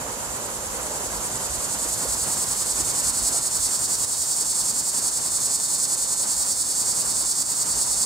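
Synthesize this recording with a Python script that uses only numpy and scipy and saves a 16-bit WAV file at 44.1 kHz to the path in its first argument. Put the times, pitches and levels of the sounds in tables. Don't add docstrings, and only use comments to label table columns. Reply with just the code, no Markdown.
import sys
import numpy as np
from scipy import signal
from scipy.fft import rfft, irfft
from scipy.io import wavfile
from scipy.ndimage import uniform_filter1d, map_coordinates

SR = 44100
rng = np.random.default_rng(int(sys.argv[2]) if len(sys.argv) > 2 else 0)


def undo_db(level):
    steps = np.asarray(level, float) / 20
    return 10 ** steps


def store_wav(level_fs):
    pcm = np.round(np.clip(np.atleast_2d(level_fs), -1, 1) * 32767)
    wavfile.write(sys.argv[1], SR, pcm.T.astype(np.int16))


N = 355005
TIME_S = np.arange(N) / SR
FFT_HZ = np.fft.rfftfreq(N, 1 / SR)


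def rms_one(x):
    return x / np.sqrt(np.mean(x ** 2) + 1e-20)


def along(rows, at):
    first, *columns = np.transpose(rows)
    return [np.interp(at, first, c) for c in columns]


def at_hz(points, hz):
    point_hz, value = np.array(points).T
    return np.interp(np.log(hz + 1), np.log(point_hz + 1), value)


def drift(rate_hz):
    r = np.exp(-80 * np.pi * rate_hz / SR)
    noise = rng.standard_normal(N // 40 + 2002)
    slow = signal.lfilter([1], [1, -2 * r, r * r], noise)[2000:]
    return np.interp(np.arange(N) / 40, np.arange(len(slow)), rms_one(slow))


def resonance(x, hz, width_hz):
    r = np.exp(-np.pi * width_hz / SR)
    poles = [1, -2 * r * np.cos(2 * np.pi * hz / SR), r * r]
    return signal.lfilter([(1 - r * r) / 2, 0, (r * r - 1) / 2], poles, x + 1e-18)


def coloured_noise(spectrum):
    # (frequency [Hz], likeness [0-1])
    likeness = [(60, 0.78), (600, 0.72), (1000, 0.54), (1400, 0.29), (2200, 0.22), (3200, 0.035),
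                (16000, 0.16)]
    mid, side = rfft(rng.standard_normal((2, N)))
    alike = np.clip(at_hz(likeness, FFT_HZ), 0, 1)
    pair = np.sqrt(1 + alike) * mid + np.sqrt(1 - alike) * side * [[1], [-1]]
    return rms_one(irfft(pair * undo_db(at_hz(spectrum, FFT_HZ)), N))


def distant_traffic():
    # (time [s], rumble [dB], roar [dB])
    background_levels = [(0, -48, -36), (.36, -45.5, -37.5), (.7, -47.5, -36.5), (1.5, -45, -35.5),
                         (2.5, -44.5, -36.5), (3.2, -45.5, -35.5), (3.8, -51, -37.5), (4.6, -53.5, -39.5),
                         (5.2, -53.5, -38.5), (6, -54.5, -40), (6.5, -52, -39.5), (7.6, -55.5, -39.5),
                         (7.76, -47, -38), (8.05, -53, -40)]
    # (frequency [Hz], relative level per Hz [dB])
    rumble_spectrum = [(12, -41), (20, -28), (54, 3.5), (86, -8), (110, -6.5), (140, -18), (240, -120)]
    # (frequency [Hz], relative level per Hz [dB])
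    roar_spectrum = [(53, -29), (90, -4.5), (120, -0.5), (152, -3), (245, -2), (372, -5), (533, -4.5),
                     (786, -3.5), (954, -1.5), (2370, -13.5), (3200, -14.5), (4160, -58), (7040, -120)]
    # (centre [Hz], width [Hz], relative level [dB])
    drone_bands = [(520, 185, 0), (916, 170, -6.5)]
    # (time [s], chorus hiss [dB], chorus whine [dB], engine drone gain [dB])
    drone_levels = [(0, -38, -39.5, -41.5), (.5, -37, -38.5, -41.5), (1, -36, -38, -40.5),
                    (1.5, -35, -36.5, -42.5), (2, -34, -37, -45.5), (3, -34, -36, -53.5),
                    (4, -36.5, -37, -58), (6, -40, -38, -52.5), (8.05, -41, -39, -66)]
    gust_db, gusts_hz = 2.5, 5.2
    rumble_db, roar_db = along(background_levels, TIME_S)
    drone_db = along(drone_levels, TIME_S)[2]
    rumble = undo_db(rumble_db + gust_db * drift(gusts_hz)) * coloured_noise(rumble_spectrum)
    roar = undo_db(roar_db + 1.22 * drift(13.2)) * coloured_noise(roar_spectrum)
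    drone = np.zeros(N)
    for hz, width_hz, band_db in drone_bands:
        band = rms_one(resonance(rng.standard_normal(N), hz, width_hz))
        drone += undo_db(band_db + 1.3 * drift(3.3)) * band
    return rumble + roar + undo_db(drone_db) * drone


def far_chorus():
    # (frequency [Hz], relative level per Hz [dB])
    hiss_spectrum = [(2500, -17), (3500, -1.5), (5500, 1), (6800, 8), (8000, -10.5), (10000, 3),
                     (13000, -3.5), (15800, -20)]
    # (time [s], chorus hiss [dB], chorus whine [dB], engine drone gain [dB])
    chorus_levels = [(0, -38, -39.5, -41.5), (.5, -37, -38.5, -41.5), (1, -36, -38, -40.5),
                     (1.5, -35, -36.5, -42.5), (2, -34, -37, -45.5), (3, -34, -36, -53.5),
                     (4, -36.5, -37, -58), (6, -40, -38, -52.5), (8.05, -41, -39, -66)]
    whine_hz, stage_width_hz = 7320, 380
    hiss_db, whine_db, _ = along(chorus_levels, TIME_S)
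    whine = resonance(rng.standard_normal((2, N)), whine_hz, stage_width_hz)
    whine = resonance(whine, whine_hz, stage_width_hz)
    hiss = undo_db(hiss_db) * coloured_noise(hiss_spectrum)
    return hiss + undo_db(whine_db + 1.1 * drift(40)) * rms_one(whine)


def thumps():
    # (time [s], level [dB], resonance [Hz], t60 of the decay [s], width [Hz])
    knocks = [(.045, -30.5, 646, 0.12, 200), (.74, -30, 510, 0.11, 98), (1.1, -31, 1610, 0.12, 70),
              (1.48, -27, 65, 0.27, 15), (1.75, -30, 69.6, 0.13, 20), (2.045, -30, 520, 0.16, 140),
              (2.799, -29, 301, 0.092, 70), (3.34, -31, 630, 0.14, 450)]
    out = np.zeros(N)
    for start_s, knock_db, hz, t60_s, width_hz in knocks:
        i = round(start_s * SR)
        age = TIME_S[:min(12000, N - i)]
        knock = resonance(rng.standard_normal(len(age)), hz, width_hz)
        knock = resonance(knock, hz, width_hz)
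        onset = np.minimum(age / 0.0038, 1)
        out[i:i + len(age)] += undo_db(knock_db - 60 * age / t60_s) * rms_one(knock) * onset
    return out


def leaf_echoes(song):
    # (frequency [Hz], level against the direct sound [dB])
    echo_colour = [(3500, 1.5), (5000, -5.5), (6200, 2.5), (7200, -6.5), (8000, -7.5), (10000, -3.5),
                   (12000, -3.5), (15000, -0.5)]
    t60_s, delay_s, sway_hz = .035, .001, 1.0
    sway = np.pi / 2 * drift(sway_hz)
    song = irfft(rfft(song) * undo_db(at_hz(echo_colour, FFT_HZ)), N)
    age = np.arange(3000) / SR
    tails = rng.standard_normal((2, 2, len(age))) * undo_db(-60 * age / t60_s) * (age > delay_s)
    tails /= np.sqrt(np.sum(tails ** 2, axis=2, keepdims=True))
    echoes = np.zeros((2, N))
    for share, tail in zip((np.cos(sway), np.sin(sway)), tails):
        echoes += signal.fftconvolve([song * share], tail, axes=1)[:, :N]
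    return echoes


def turning_ports(song):
    # (time [s], delay of the song at the left port [microseconds])
    turn_delay = [(0, -34), (1.5, -21), (2.7, 13), (4, 17), (8.05, 22)]
    lag = along(turn_delay, TIME_S)[0] * SR / 1e6
    left = map_coordinates(song, [np.arange(N) - lag], order=5, mode="nearest")
    return np.array([left, song])


def cicada():
    # (time [s], throbs begun so far [count])
    throb_count = [(-.061, 0), (.149, 2), (.38, 4), (.471, 5), (.884, 9), (1.077, 11), (1.282, 13),
                   (1.755, 18), (2.048, 21), (2.348, 24), (5.282, 55), (5.568, 58), (6.047, 63),
                   (6.727, 70), (7.124, 74), (8.143, 84)]
    # (time [s], level before the throb shape [dB], slump at the start of a throb [dB])
    song_swell = [(0, -35.5, -1), (.4, -33, -4.5), (.8, -32.5, -4), (1.3, -30.5, -5), (1.8, -27.5, -4.5),
                  (2.4, -26, -4.5), (2.8, -24.5, -5), (3.3, -23, -4), (4.3, -23.5, -3.5),
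                  (5.4, -23.5, -3.3), (6.5, -23, -3.5), (8.05, -23, -2.5)]
    # (phase [0-1], click pairs [1/s], gap inside a pair [ms], unsteadiness [share of a period])
    throb_clicks = [(0, 215, 1.7, .07), (.16, 215, 1.6, .06), (.28, 248, 1.42, .02), (.45, 270, 1.455, .01),
                    (.66, 286, 1.49, .01), (.75, 318, 1.505, .008), (.95, 358, 1.55, .01),
                    (1, 368, 1.55, .03)]
    # (phase [0-1], effort [dB], share of the slump [0-1], low modes [dB])
    throb_shape = [(0, -0.5, 1, 4), (.17, -1, 1, 2), (.3, -0.5, .2, -.5), (.4, -1, 0, 0.5),
                   (.65, -.5, 0, 0.5), (.8, 1, 0, 0), (.92, -0.07, 0.04, 1.5), (.97, -2, .1, 4),
                   (1, -4.5, .6, 7)]
    # (frequency [Hz], width [Hz], buckling in [dB], springing out [dB])
    high_modes = [(6310, 210, -9.5, -11), (6670, 300, -1, -13), (7490, 1110, -0.5, -6), (8146, 920, 0.5, 0),
                  (9210, 730, -7.5, -1), (10240, 1100, -15.5, -11.5), (12700, 2900, -27, -19),
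                  (14400, 1400, -20, -23), (15500, 900, -26, -25)]
    # (frequency [Hz], width [Hz], buckling in [dB], springing out [dB])
    low_modes = [(3450, 530, -32, -31), (3730, 296, -16, -20.5), (4262, 246, -7.5, -16),
                 (4690, 510, -7.5, -17.5), (5190, 670, -8, -22), (5650, 560, -7.5, -24)]
    click_spread_db, mode_spread_db = 1.1, .8
    throb_spread_db, slump_spread_db = 0.52, 0.84
    rib_clicks_per_s, rib_db = 1500, -24
    skirt_hz = 4000
    low_growth, full_voice_db = 0.34, -20.5

    phase, = along(throb_count, TIME_S)
    level_db, slump_db = along(song_swell, TIME_S)
    chance = rng.standard_normal((int(phase[-1]) + 1, 2))[phase.astype(int)]
    pairs_per_s, gap_ms, unsteady = along(throb_clicks, phase % 1)
    effort_db, slumped, low_db = along(throb_shape, phase % 1)

    pairs = np.cumsum(pairs_per_s * (1 + .012 * drift(5))) / SR
    inward = np.flatnonzero(np.diff(pairs.astype(int)))
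    period_spread = (unsteady / pairs_per_s * SR)[inward, None]
    slip = rng.standard_normal((len(inward), 2)) * period_spread
    outward = inward + gap_ms[inward] * SR / 1000 + .5 * slip[:, 1]
    times = np.clip([inward, outward] + slip[:, 0], 0, N - 1).astype(int)
    size_db = click_spread_db * rng.standard_normal(times.shape)
    snaps = rng.random(N) < rib_clicks_per_s / SR
    ribs = snaps * rng.standard_normal(N) * undo_db(rib_db)

    voices = np.zeros((2, N))
    for group, modes in enumerate((high_modes, low_modes)):
        for k, (hz, width_hz, in_db, out_db) in enumerate(modes):
            clicks = ribs * undo_db(max(in_db, out_db))
            mode_db = mode_spread_db * rng.standard_normal(times.shape)
            clicks[times] = undo_db(size_db + [[in_db], [out_db]] + mode_db)
            rung = resonance(clicks, hz, 1.5 * width_hz)
            rung = resonance(rung, hz, 1.5 * width_hz)
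            voices[group] += rung * (-1) ** k
    high, low = voices
    high = signal.sosfilt(signal.butter(4, skirt_hz, "high", fs=SR, output="sos"), high)
    low = low * undo_db(low_db + low_growth * (level_db - full_voice_db))
    slump = slumped * (slump_db + slump_spread_db * chance[:, 1])
    envelope_db = level_db + throb_spread_db * chance[:, 0] + effort_db + slump
    return rms_one(high + low) * undo_db(uniform_filter1d(envelope_db, size=130))


def dips():
    # (time [s], depth [dB])
    brief_dips = [(3.11, -2.5), (3.39, -3), (3.48, -2), (3.765, -2.5), (4.05, -3), (4.15, -1),
                  (4.809, -2.5), (5.09, -1.5), (5.565, -3), (5.95, -1), (6.239, -1), (6.53, -3),
                  (7.425, -3.5)]
    fall_s, recovery_s = 0.0027, .1
    start_s, depth_db = np.transpose(brief_dips)[:, :, None]
    age = np.maximum(np.arange(0, N + 40, 40) / SR - start_s, 0)
    shape = (1 - np.exp(-age / fall_s)) * np.exp(-age / recovery_s)
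    db = np.sum(depth_db * shape, axis=0)
    return undo_db(np.interp(np.arange(N) / 40, np.arange(len(db)), db))


def scene():
    song = cicada()
    near = turning_ports(song) + leaf_echoes(song)
    return near + far_chorus() + distant_traffic() + thumps()


def low_pass(x):
    return signal.sosfilt(signal.butter(12, 15900, fs=SR, output="sos"), x)


def record(dry):
    # (frequency [Hz], left minus right [dB])
    port_balance = [(60, -5), (110, -4), (200, -2.5), (380, -3), (700, -4), (1290, -5.5), (2380, -5),
                    (4400, -2.5), (8120, -2), (15000, -7.5)]
    tilt = undo_db(at_hz(port_balance, FFT_HZ) / 2)
    left, right = irfft(rfft(dry * dips()) * [tilt, 1 / tilt], N)
    turn_hz, turn_width_hz = 2160, 1320
    r = np.exp(-np.pi * turn_width_hz / SR)
    poles = [1, -2 * r * np.cos(2 * np.pi * turn_hz / SR), r * r]
    left = signal.lfilter(poles[::-1], poles, left)
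    treble_limit = signal.ellip(12, .5, 55, 15760, fs=SR, output="sos")
    pair = signal.sosfilt(treble_limit, [left, right])
    pair = pair - .8 * resonance(pair, 8845, 64)
    return low_pass(pair)


dry = scene()
out = record(dry)
store_wav(out)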